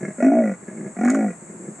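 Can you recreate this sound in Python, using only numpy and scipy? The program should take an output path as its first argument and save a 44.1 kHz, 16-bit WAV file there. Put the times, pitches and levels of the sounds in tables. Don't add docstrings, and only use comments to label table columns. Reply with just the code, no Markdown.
import sys
import numpy as np
from scipy import signal
from scipy.fft import rfft, irfft, next_fast_len
from scipy.io import wavfile
from scipy.ndimage import uniform_filter1d

SR = 44100
rng = np.random.default_rng(int(sys.argv[2]) if len(sys.argv) > 2 else 0)


def generate_wav(sig):
    pcm = np.round(np.clip(np.atleast_2d(sig).T, -1, 1) * 32767).astype(np.int16)
    wavfile.write(sys.argv[1], SR, pcm)


N = 79380


def amp(db):
    return 10 ** (np.asarray(db) / 20)


def unit(x):
    return x / np.sqrt(np.mean(x ** 2) + 1e-20)


def at(rows, s):
    knots, *columns = np.transpose(rows)
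    return np.array([np.interp(s, knots, column) for column in columns])


def noise(spectrum, size=N):
    hz, db = np.transpose(spectrum)
    bins = np.fft.rfftfreq(size, 1 / SR)
    gain = amp(np.interp(np.log(bins + 1), np.log(hz), db))
    return unit(irfft(rfft(rng.standard_normal(size)) * gain, size))


def fade(t60, attack):
    t = np.arange(SR // 5) / SR
    return np.exp(-np.log(1000) * t / t60) * (1 - np.exp(-(t / attack) ** 2))


def ring(hz, db, t60, attack):
    shape = fade(t60, attack)
    return amp(db) * shape * np.sin(2 * np.pi * hz * np.arange(len(shape)) / SR)


def burst(spectrum, db, t60, attack):
    shape = fade(t60, attack)
    return amp(db) * shape * noise(spectrum, size=len(shape))


def add(track, s, sound):
    i = int(np.clip(round(s * SR), 0, N))
    track[i:i + len(sound)] += sound[:N - i]


def spread(make, alike):
    turn = np.arccos(np.clip(alike, -1, 1)) / 2
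    mid = np.cos(turn) * make()
    side = np.sin(turn) * make()
    return np.array([mid + side, mid - side])


def low_cut(x, hz, order):
    return signal.sosfilt(signal.butter(order, hz, 'high', fs=SR, output='sos'), x)


AIR_DB, AIR_ALIKE = -49, .99
LEAVES_DB, LEAVES_ALIKE = -49.5, 0.2
# frequency in Hz, density in dB per Hz.
AIR_COLOUR = [(25, -17.5), (60, -17.5), (110, -0.5), (190, 6.5), (350, 0), (600, -4), (1000, -18.5),
              (2000, -23.5), (4000, -66)]
# frequency in Hz, density in dB per Hz.
LEAF_COLOUR = [(60, -50.5), (200, -0.5), (600, 0.5), (1000, -2), (2000, -5.5), (2550, -14), (3100, -26),
               (4500, -23.5), (7000, -58)]


def outdoors():
    air = amp(AIR_DB) * spread(lambda: noise(AIR_COLOUR), AIR_ALIKE)
    leaves = amp(LEAVES_DB) * spread(lambda: noise(LEAF_COLOUR), LEAVES_ALIKE)
    return air + leaves


INSECT_GRAIN_DB = 3.2
INSECT_ALIKE, INSECT_PAN_DB = 0.51, 1
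# frequency in Hz, density in dB per Hz.
INSECT_COLOUR = [(3060, -53.5), (5200, -31), (6280, -17.5), (6530, -10), (7040, -8), (7370, -2.5),
                 (7830, -1), (8920, -12), (9220, -15.5), (9980, -20), (10700, -29), (13900, -65.5),
                 (22000, -120)]
# time in seconds, level in dB before panning.
HISS_LEVEL = [(0, -47.5), (.2, -46), (.3, -50.5), (.5, -50), (.8, -48), (1.2, -47.5), (1.8, -46.5)]
# frequency in Hz, amplitude in dB before the level curve and panning.
SHRILL_NOTES = [(7350, -62), (7568, -62), (8011, -59)]


def insects():
    t = np.arange(N) / SR
    grain = unit(uniform_filter1d(rng.standard_normal(N // 2 + 1), size=20))
    bands = amp(INSECT_GRAIN_DB * grain)

    def hiss():
        return unit(irfft(rfft(noise(INSECT_COLOUR)) * bands, N))

    def note(hz, db):
        phase_drift = np.cumsum(rng.standard_normal(N)) * 0.022
        return amp(db) * np.sin(2 * np.pi * hz * t + phase_drift)

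    chorus = spread(hiss, INSECT_ALIKE)
    notes = spread(lambda: sum(note(hz, db) for hz, db in SHRILL_NOTES), INSECT_ALIKE)
    level_db = at(HISS_LEVEL, t)[0]
    levelled = amp(level_db) * chorus + amp(level_db - level_db.mean()) * notes
    return levelled * amp([[INSECT_PAN_DB], [-INSECT_PAN_DB]])


BUSH_DB, BUSH_T60, BUSH_ALIKE = -8, 0.12, 0.23
# frequency in Hz, level in dB.
BUSH_COLOUR = [(150, -19), (400, -15), (900, -1.5), (2000, -3), (3000, 10.5), (9000, 1.5)]


def thicket(x):
    tail = spread(lambda: burst(BUSH_COLOUR, 0, BUSH_T60, attack=0.0036), BUSH_ALIKE)
    tail = tail / np.linalg.norm(tail[0])
    return signal.fftconvolve(x[None], tail, axes=1)[:, :N]


SNAP_T60, KNOCK_T60 = 0.016, 0.051
CRACKLE_FROM_S, CRACKLE_TO_S = 1.045, 1.16
CRACKLE_DB, CRACKLE_SCATTER_DB = -40.5, 2
# start in seconds, snap level in dB, woody knock level in dB.
STALK_SNAPS = [(1.049, -29, -24.5), (1.083, -33.5, -23), (1.0989, -27, -35.5), (1.1021, -20.5, -27.5),
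               (1.1459, -28, -21.5), (1.154, -36, -32.5)]
# frequency in Hz, density in dB per Hz.
SNAP_COLOUR = [(1000, -31), (3000, -11.5), (5000, -10), (7000, 12.5), (9000, -2.5), (12000, -24),
               (15500, -36)]
# frequency in Hz, density in dB per Hz.
KNOCK_COLOUR = [(300, -14), (700, -7.5), (1300, 16), (2200, 6.5), (3200, -37), (6000, -39)]


def stalks():
    out = np.zeros(N)
    for s, snap_db, knock_db in STALK_SNAPS:
        snap = burst(SNAP_COLOUR, snap_db, SNAP_T60, attack=0.0004)
        knock = burst(KNOCK_COLOUR, knock_db, KNOCK_T60, attack=0.00083)
        add(out, s, snap + knock)
    for s in rng.uniform(CRACKLE_FROM_S, CRACKLE_TO_S, size=16):
        fibre_db = CRACKLE_DB + CRACKLE_SCATTER_DB * rng.normal()
        add(out, s, burst(SNAP_COLOUR, fibre_db, SNAP_T60, attack=.0005))
    return out


UPPER_SCATTER_DB, UPPER_DETUNE, UPPER_ATTACK_S = 3.5, 0.0085, 0.00174
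PUFF_DB, PUFF_ATTACK_S, PUFF_T60 = -2.5, 0.0015, .065
# frequency in Hz, density in dB per Hz.
PUFF_COLOUR = [(40, -43), (100, -19.5), (200, 12.5), (450, 15.5), (800, -24), (1000, 0.5), (1350, 1.5),
               (2000, 7.5), (2450, -2.5), (3000, -29.5), (4800, -34.5), (6000, -9.5), (8000, -16.5),
               (11000, -36), (14000, -66.5)]


def rasp(modes, db):
    out = burst(PUFF_COLOUR, db + PUFF_DB, PUFF_T60, PUFF_ATTACK_S)
    for hz, level_db, t60 in modes:
        mode_hz = hz * (1 + UPPER_DETUNE * rng.normal())
        mode_db = db + level_db + UPPER_SCATTER_DB * rng.normal()
        out += ring(mode_hz, mode_db, t60, UPPER_ATTACK_S)
    return out


FLUTTER_PER_S, FLUTTER_SCATTER = 63, 0.18
INWARD_ATTACK_S, BREATH_CUT_HZ = 0.0015, 146
# start in seconds, throat dB, rasp dB, before the low cut.
TIMED_FLAPS = [(0.029, -18, -30.5), (0.049, -21, -27), (.08, -17.5, -31.5), (.104, -24.5, -34),
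               (0.627, -29, -50), (0.68, -23, -36), (.726, -32, -70), (0.773, -41, -40), (0.807, -29, -40),
               (0.857, -22, -58), (1.419, -32, -56), (1.494, -28, -46), (1.546, -29, -59),
               (1.593, -48, -70), (1.653, -32.5, -48), (1.68, -22, -55), (1.712, -28.5, -72),
               (1.788, -32, -49)]
# time in seconds, throat dB, rasp dB, before the low cut.
FLUTTER_LEVEL = [(0, -23, -37.5), (.09, -29.5, -48.5), (.135, -44.5, -49), (.6, -62.5, -65.5),
                 (.7, -30.5, -41.5), (.79, -21.5, -51), (.87, -24, -36.5), (.935, -42, -59),
                 (1.4, -45.5, -70), (1.48, -36.5, -50), (1.64, -27, -70), (1.73, -31, -72),
                 (1.755, -55, -69)]
# centre frequency in Hz, mean level in dB relative to the throat, t60 in seconds.
INWARD_MODES = [(199.6, 1.5, 0.049), (339, -1.5, .05), (470, -11, 0.044)]
# centre frequency in Hz, mean level in dB relative to the rasp, t60 in seconds.
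INWARD_UPPER_MODES = [(634, -1.5, 0.11), (1685, -7, 0.082), (2137, -7, 0.071)]


def in_breaths():
    out = np.zeros(N)
    beats = np.arange(N / SR * FLUTTER_PER_S)
    times = (beats + FLUTTER_SCATTER * rng.standard_normal(len(beats))) / FLUTTER_PER_S
    flutter = [(s, *at(FLUTTER_LEVEL, s)) for s in times]
    for s, throat_db, rasp_db in TIMED_FLAPS + flutter:
        flap = rasp(INWARD_UPPER_MODES, rasp_db)
        for hz, db, t60 in INWARD_MODES:
            mode_hz = hz * (1 + 0.052 * rng.normal())
            mode_db = throat_db + db + 0.9 * rng.normal()
            flap += ring(mode_hz, mode_db, t60, INWARD_ATTACK_S)
        add(out, s, flap)
    return low_cut(out, BREATH_CUT_HZ, order=4)


THROAT_T60, MOUTH_T60, LIP_T60, NOSE_T60 = 0.13, 0.071, 0.066, 0.089
THROAT_ATTACK_S, MOUTH_ATTACK_S = 0.0025, 0.0024
REST_HZ, LIP_FOLLOWS = 246, .35
LIP_HZ, NOSE_HZ, NOSE_DB = 758, 317.7, -18
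FLAP_JITTER_S, FLAP_SCATTER_DB = .00004, .5
STROKE_CUT_HZ = 224.4
# time in seconds, flaps per second.
STROKE_FLAP_RATES = [
    [(.1815, 51), (.21, 45.5), (.25, 51.5), (.29, 55.8), (.33, 58.9), (.37, 60.1), (.42, 58.3), (.47, 53),
     (.51, 47), (.55, 39)],
    [(.9645, 48.6), (1, 41), (1.04, 47.6), (1.09, 50), (1.13, 54.9), (1.18, 54.7), (1.22, 55.1),
     (1.26, 52.6), (1.3, 44), (1.34, 27)],
]
# time in seconds, throat Hz, throat dB, mouth Hz, mouth dB, lip dB, rasp dB.
STROKE_RESONANCES = [
    [(.183, 224, -17, 560, -26.5, -53, -38.5), (.203, 222, -16, 591, -12, -34, -27.5),
     (.225, 242.7, -4, 674, -9.5, -26.5, -20.5), (.255, 274.4, -3.5, 641, -13.5, -26, -24),
     (.298, 262.6, -14.5, 646, -15, -41.5, -35), (.32, 268, -4, 688, -9, -46, -29.5),
     (.4, 244.6, -7.5, 619, -8, -27.5, -32.5), (.455, 203.3, -11, 550, -17.5, -26, -32.5),
     (.513, 183.6, -12.5, 524, -22.5, -27, -31.5), (.54, 185, -37.5, 490, -43, -49, -36.5)],
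    [(.966, 191, -14, 507, -63, -27.5, -35), (1.005, 209, -8.5, 563, -30, -19, -24.5),
     (1.04, 241.7, -6.5, 590, -23, -18, -26), (1.09, 242.3, -8.5, 596, -27, -23, -24),
     (1.125, 255.4, -8, 631, -17, -29.5, -30), (1.19, 238, -5.5, 563, -18, -23, -29.5),
     (1.243, 210, -8.5, 524, -26.5, -16.5, -32.5), (1.3, 172.2, -11.5, 502, -26, -40, -33.5),
     (1.33, 180, -56, 455, -53, -37, -40)],
]
# centre frequency in Hz, mean level in dB relative to the rasp, t60 in seconds.
OUTWARD_UPPER_MODES = [(1204, -15, 0.067), (1432, -4.5, 0.064), (1680, -13.5, 0.072), (1947, -6.5, 0.062),
                       (2226, -11, 0.071), (2481, -17, 0.057)]


def strokes():
    out = np.zeros(N)
    for rates, rows in zip(STROKE_FLAP_RATES, STROKE_RESONANCES):
        t = np.arange(rates[0][0], rates[-1][0], 1 / SR)
        cycles = np.cumsum(at(rates, t)[0]) / SR
        flap_times = np.interp(np.arange(cycles[-1]), cycles, t)
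        for s in flap_times:
            throat_hz, throat_db, mouth_hz, mouth_db, lip_db, rasp_db = at(rows, s)
            stretch = (throat_hz / REST_HZ) ** LIP_FOLLOWS
            throat = ring(throat_hz, throat_db, THROAT_T60, THROAT_ATTACK_S)
            nose = ring(NOSE_HZ * stretch, throat_db + NOSE_DB, NOSE_T60, THROAT_ATTACK_S)
            mouth = ring(mouth_hz, mouth_db, MOUTH_T60, MOUTH_ATTACK_S)
            lips = ring(LIP_HZ * stretch, lip_db, LIP_T60, MOUTH_ATTACK_S)
            flap = throat + nose + mouth + lips + rasp(OUTWARD_UPPER_MODES, rasp_db)
            gain = amp(FLAP_SCATTER_DB * rng.normal())
            add(out, s + FLAP_JITTER_S * rng.normal(), gain * flap)
    return low_cut(out, STROKE_CUT_HZ, order=6)


def scene():
    near = stalks() + in_breaths() + strokes()
    return outdoors() + insects() + amp(BUSH_DB) * thicket(near) + near


TOP_HZ = 15300


def record(dry):
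    m = next_fast_len(N + SR // 2)
    passband = np.fft.rfftfreq(m, 1 / SR) < TOP_HZ
    return irfft(rfft(dry, m) * passband, m)[:, :N]


dry = scene()
out = record(dry)
generate_wav(out)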